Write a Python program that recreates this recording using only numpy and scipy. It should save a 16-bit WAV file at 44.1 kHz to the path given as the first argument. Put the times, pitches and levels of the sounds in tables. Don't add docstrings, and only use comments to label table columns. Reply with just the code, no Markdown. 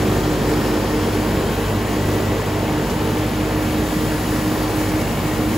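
import sys
import numpy as np
from scipy import signal
from scipy.fft import rfft, irfft, next_fast_len
from scipy.io import wavfile

SR = 44100
rng = np.random.default_rng(int(sys.argv[2]) if len(sys.argv) > 2 else 0)


def put_to_file(sound):
    columns = np.atleast_2d(sound).T
    safe = np.clip(columns, -1, 1)
    whole_steps = np.round(safe * 32767)
    wavfile.write(sys.argv[1], SR, whole_steps.astype(np.int16))


N = 245637
TIME = np.arange(N) / SR
SIZE = next_fast_len(N)
HZ = np.maximum(np.arange(SIZE // 2 + 1) * SR / SIZE, 1)


def from_db(db):
    return 10 ** (np.asarray(db) / 20)


def in_time(rows, column=1):
    columns = np.transpose(rows)
    return np.interp(TIME, columns[0], columns[column])


def over_hz(points):
    hz, value = np.transpose(points)
    return np.interp(np.log(HZ), np.log(hz), value)


def drift(rate_hz):
    step = 40
    warm_up = 2000
    r = np.exp(-2 * np.pi * rate_hz * step / SR)
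    noise = rng.standard_normal(N // step + 2 + warm_up)
    slow = signal.lfilter([1], [1, -2 * r, r * r], noise)[warm_up:]
    return np.interp(np.arange(N) / step, np.arange(len(slow)), slow / slow.std())


def tone(turns, level_db):
    return np.sqrt(2) * from_db(level_db) * np.sin(2 * np.pi * turns)


def swell(start, end):
    rise = TIME - start + .15
    fall = end + .15 - TIME
    return np.clip(np.minimum(rise, fall) / .3, 0, 1)


def receding(start_db, share):
    # t/s, level/dB
    retreat = [(0, 0.5), (.8, -1.5), (1.6, -3), (2.4, -6), (3.4, -4.5), (4.6, -5.5), (5.57, -9)]
    return start_db + share * in_time(retreat)


def air_noise(spectrum, patchy_db, rate_hz, count):
    shaped = rfft(rng.standard_normal((2, SIZE))) * from_db(over_hz(spectrum))
    edges_hz = [spectrum[0][0], spectrum[-1][0]]
    band_place = np.interp(np.log(HZ), np.log(edges_hz), [0, count - 1])
    out = 0
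    for k in range(count):
        overlap = np.clip(1 - abs(band_place - k), 0, 1)
        band = irfft(shaped * overlap, SIZE)[:, :N]
        out = out + from_db(patchy_db * drift(rate_hz)) * band
    return out / out.std()


def engine_hum(cycles):
    # multiple of the cycle rate, level/dB
    weak_orders = [(5, -43), (6, -41.5), (9, -38), (11, -40.5), (13, -43)]
    # t/s, level/dB
    eighth_order = [(0, -26), (.14, -26), (.3, -37), (.55, -26.5), (.72, -35), (1.1, -25.5), (1.5, -29.5),
                    (1.75, -24.5), (1.9, -30.5), (2.05, -24.5), (2.6, -27), (2.82, -35), (3, -26.5),
                    (3.7, -29.5), (4, -35), (4.15, -30), (4.6, -32), (4.85, -28), (5.2, -30.5),
                    (5.45, -26.5)]
    # t/s, level/dB
    twelfth_order = [(0, -29), (.6, -31), (1.1, -44), (1.8, -46), (2.05, -28.5), (2.4, -44), (2.75, -31),
                     (3.8, -34.5), (4.4, -33), (4.75, -50), (5.2, -32), (5.57, -38)]
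    hum = tone(4 * cycles, receding(start_db=-27, share=.6))
    hum = hum + tone(8 * cycles + rng.random(), in_time(eighth_order))
    hum = hum + tone(12 * cycles + rng.random(), in_time(twelfth_order))
    for order, level_db in weak_orders:
        hum = hum + tone(order * cycles + rng.random(), level_db + 2.5 * drift(1.15))
    return hum


def clatter(cycles):
    # f/Hz, level/dB per Hz
    colour = [(700, -7.5), (1300, -1.5), (1450, 0.5), (1830, 2), (1920, -1), (2030, -2), (2180, -0.5),
              (2400, -2.5), (3250, -4), (3400, -7.5), (5000, -15), (7000, -53)]
    firing_db = 1.2 * np.cos(2 * np.pi * 4 * cycles)
    level_db = receding(start_db=-31.5, share=.1) + firing_db
    return from_db(level_db) * air_noise(colour, patchy_db=.9, rate_hz=6, count=24)


def rumble():
    # f/Hz, level/dB per Hz
    colour = [(120, -40), (170, 1), (232, 8.5), (262, -1), (300, 0.5), (400, -34.5)]
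    level_db = receding(start_db=-26, share=.2)
    return from_db(level_db) * air_noise(colour, patchy_db=1.4, rate_hz=5, count=3)


def boom():
    # f/Hz, level/dB per Hz
    colour = [(270, -21), (335, 3), (370, 6), (405, 4), (460, 8.5), (490, 0.5), (540, -2), (620, -8),
              (800, -27.5)]
    # t/s, level/dB
    surge = [(0, -1.5), (.6, -1), (1.1, 0), (1.6, 0), (2.2, 4), (2.9, 0), (3.6, -1), (4.4, -4), (5.57, 0.5)]
    level_db = receding(start_db=-24.5, share=.87) + in_time(surge)
    return from_db(level_db) * air_noise(colour, patchy_db=2.2, rate_hz=4, count=8)


def fan_roar():
    # f/Hz, level/dB per Hz
    colour = [(30, -18), (52, 4.5), (140, 5.5), (250, -0.5), (500, 2), (650, -0.5), (900, -2), (1100, -4.5),
              (1300, -9.5), (2000, -37.5)]
    # t/s, level/dB
    changes = [(0, 0.5), (1, 1), (2, -0.5), (2.8, 0), (3.6, 0.5), (4.6, 0.5), (5.57, 0)]
    level_db = -24.5 + in_time(changes)
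    return from_db(level_db) * air_noise(colour, patchy_db=.9, rate_hz=5, count=12)


def fan_tone(cycles):
    # t/s, beats per s
    beat_rate = [(0, 4.85), (.8, 4.31), (2, 5.64), (2.9, 3.97), (3.3, 5.46), (3.9, 5.14), (4.3, 6.31),
                 (5.57, 6.12)]
    # t/s, level/dB
    blade_level = [(0, -27), (.8, -25.5), (1.3, -28.5), (1.55, -33.5), (1.8, -29.5), (2.15, -28),
                   (2.45, -33), (2.75, -26), (2.92, -35), (3.05, -29), (3.25, -27), (3.8, -23.5),
                   (4.12, -25), (4.23, -29), (4.35, -24.5), (5, -23.5), (5.13, -39), (5.3, -26),
                   (5.57, -22)]
    # t/s, level/dB
    order_24_level = [(0, -29), (.8, -28.5), (1.5, -34), (2.2, -33), (3, -34), (3.6, -37), (4.2, -35),
                      (4.7, -33), (5.57, -35)]
    # start t/s, end t/s, multiple of the blade tone, level/dB
    partials = [(0, .9, 1.5, -40), (2.3, 3.9, 1.5, -40), (4, 4.9, 1.5, -42), (.8, 1, 3, -43),
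                (1.1, 2.8, 3, -47), (4.15, 4.3, 3, -41), (0, 1.44, 4.5, -46), (2.6, 5.6, 4.5, -47),
                (3.3, 5.1, 5.5, -48), (.6, 1.1, 6, -48), (1.85, 2.3, 6, -47), (5.2, 5.6, 6, -48)]
    start_turns = .59
    beats = start_turns + np.cumsum(in_time(beat_rate)) / SR
    blade = 24 * cycles + beats
    out = tone(blade, in_time(blade_level)) + tone(24 * cycles, in_time(order_24_level))
    for start, end, multiple, level_db in partials:
        unsteady = multiple * (blade + .03 * drift(2))
        out = out + swell(start, end) * tone(unsteady, level_db + 1.5 * drift(.5))
    return out


def pump_whine():
    # t/s, f/Hz, level/dB
    course = [(0, 1950, -54), (1.1, 1955, -53), (1.3, 1957, -46), (1.47, 1960, -50), (1.62, 1962, -42),
              (1.92, 1962, -45), (2.3, 1962, -39.5), (2.55, 1961, -45), (2.9, 1960, -47), (3.2, 1954, -53),
              (3.8, 1947, -46), (4.4, 1940, -44.5), (4.95, 1936, -46), (5.15, 1932, -53), (5.57, 1928, -47)]
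    turns = np.cumsum(in_time(course, column=1)) / SR
    return tone(turns + .04 * drift(3), in_time(course, column=2))


def other_whines():
    # start t/s, end t/s, f/Hz, level/dB
    whines = [(0, 1, 1810, -46), (.5, 1.7, 1494, -48), (1.5, 2.5, 605, -42), (2.4, 4, 830, -46),
              (2.7, 3.6, 882, -45), (3.4, 3.95, 1765, -47), (4.25, 4.9, 1765, -48), (5, 5.6, 830, -44)]
    out = 0
    for start, end, hz, level_db in whines:
        turns = hz * TIME + .15 * drift(2.5)
        out = out + swell(start, end) * tone(turns, level_db + 2 * drift(1.5))
    return out


def brushes():
    # t/s, level/dB
    work = [(0, 0), (.8, -3), (1.6, -1.5), (2.6, -2), (3.4, -1.5), (4.4, 2.5), (4.8, 2.5), (5.2, 0.5),
            (5.57, 2)]
    # f/Hz, level/dB per Hz
    scrub_colour = [(2500, -10), (4000, 0), (5500, -2), (7500, -1.5), (9500, -12), (13000, -14)]
    # f/Hz, level/dB per Hz
    hiss_colour = [(5000, -25), (8000, -5), (10500, 0), (12500, -1), (14500, -3), (16500, -1)]
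    # t/s, level/dB
    hiss_changes = [(0, -1), (1.2, 1.5), (2.3, -1.5), (3.4, 0.5), (4.4, 0.5), (5.57, -1.5)]
    work_db = in_time(work)
    scrub_db = receding(start_db=-36.5, share=.38) + .63 * work_db
    scrub = from_db(scrub_db) * air_noise(scrub_colour, patchy_db=.5, rate_hz=5, count=4)
    hiss_db = -36.5 + work_db + in_time(hiss_changes)
    hiss = from_db(hiss_db) * air_noise(hiss_colour, patchy_db=.5, rate_hz=5, count=5)
    flutter_db = .35 * drift(10)
    return from_db(flutter_db) * (scrub + hiss)


def grit_scuff():
    # start t/s, level/dB before the rise and decay, rise and decay time t/s
    scuffs = [(2.893, -25.5, .01)]
    # f/Hz, level/dB per Hz
    colour = [(1500, -20), (3000, -1), (6000, 0), (9000, -3), (14000, -18)]
    envelope = 0
    for start, level_db, decay in scuffs:
        age = np.maximum(TIME - start, 0) / decay
        envelope = envelope + from_db(level_db) * age * np.exp(-age)
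    return envelope * air_noise(colour, patchy_db=0, rate_hz=1, count=1)


def noise_swells():
    # start t/s, end t/s, centre f/Hz, width f/Hz, level/dB
    swells = [(0, .9, 370, 27, -31), (.4, .87, 436, 63, -33), (2, 2.4, 385, 35, -32),
              (2.5, 2.99, 384, 35, -34), (0, .9, 543, 35, -36.5), (2.2, 2.7, 660, 26, -36.5),
              (2.5, 3.5, 890, 40, -41), (0, 1.1, 890, 70, -41), (.8, 2.5, 1083, 72, -44),
              (0, .76, 1230, 40, -43), (.5, 1, 1835, 27, -47), (4.2, 4.6, 1790, 80, -45),
              (4.7, 5.56, 2230, 160, -44), (1.1, 2.3, 3070, 260, -49.5), (2.75, 3.2, 2980, 120, -45),
              (5, 5.3, 2830, 110, -47), (.5, 1.16, 5000, 1300, -44.5)]
    white = rfft(rng.standard_normal((2, SIZE)))
    out = 0
    for start, end, hz, width_hz, level_db in swells:
        bell = np.exp(-2 * ((HZ - hz) / width_hz) ** 2)
        band = irfft(white * bell, SIZE)[:, :N]
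        out = out + swell(start, end) * from_db(level_db) * band / band.std()
    return out


def wind():
    # f/Hz, level/dB per Hz
    colour = [(25, -6), (60, 0), (110, -2), (170, -7), (260, -14), (400, -26)]
    # t/s, level/dB
    gusts = [(0, -44), (.4, -39), (.9, -41), (1.1, -54), (2.3, -55), (2.7, -41), (3.3, -51), (4.1, -37),
             (4.4, -40), (4.8, -34), (5.57, -34)]
    return from_db(in_time(gusts)) * air_noise(colour, patchy_db=3, rate_hz=7, count=3)


def two_ports(air):
    # f/Hz, likeness from 0 to 1
    likeness = [(40, 0.99), (150, 0.99), (250, 0.985), (600, 0.89), (1300, 0.82), (1900, 0.78),
                (4000, 0.88), (5500, 0.54), (6400, 0.83), (7000, 1)]
    # f/Hz, level/dB
    left_louder = [(90, -.2), (330, -1.5), (500, .3), (1200, .3), (2700, 1.3), (4200, 4), (5400, 7),
                   (6500, 0)]
    # f/Hz, phase/radians
    left_leads = [(100, 0.024), (900, -0.26), (1640, -0.68), (3100, 0.5), (4300, -0.53), (5430, -0.073),
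                  (6000, 0.71), (7000, -0.11)]
    treble_from_hz, treble_lag_s = 7000, .000235
    direct, scattered = rfft(air, SIZE)
    alike = np.clip(over_hz(likeness), 0, 1)
    lead = over_hz(left_leads) - 2 * np.pi * treble_lag_s * np.maximum(HZ - treble_from_hz, 0)
    side = np.array([[1], [-1]])
    ports = np.sqrt((1 + alike) / 2) * direct + side * np.sqrt((1 - alike) / 2) * scattered
    balance = from_db(side * over_hz(left_louder) / 2)
    phase = np.exp(.5j * side * lead)
    return irfft(ports * balance * phase, SIZE)[:, :N]


def scene():
    # t/s, full cycles per s
    engine_speed = [(0, 12.57), (1.5, 12.6), (2.5, 12.62), (3.1, 12.64), (4, 12.61), (5.57, 12.63)]
    cycles = np.cumsum(in_time(engine_speed)) / SR
    tones = engine_hum(cycles) + fan_tone(cycles) + pump_whine() + other_whines()
    noises = clatter(cycles) + rumble() + boom() + fan_roar() + brushes() + grit_scuff() + noise_swells()
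    echo = from_db(-14) * np.interp(TIME - .007, TIME, tones)
    air = noises + np.array([tones, echo])
    return two_ports(air) + wind()


def record(dry):
    bass_cut = signal.butter(2, 42, "high", fs=SR, output="sos")
    top_cut = signal.ellip(14, .5, 70, 15750, fs=SR, output="sos")
    return signal.sosfilt(top_cut, signal.sosfilt(bass_cut, dry))


dry = scene()
out = record(dry)
put_to_file(out)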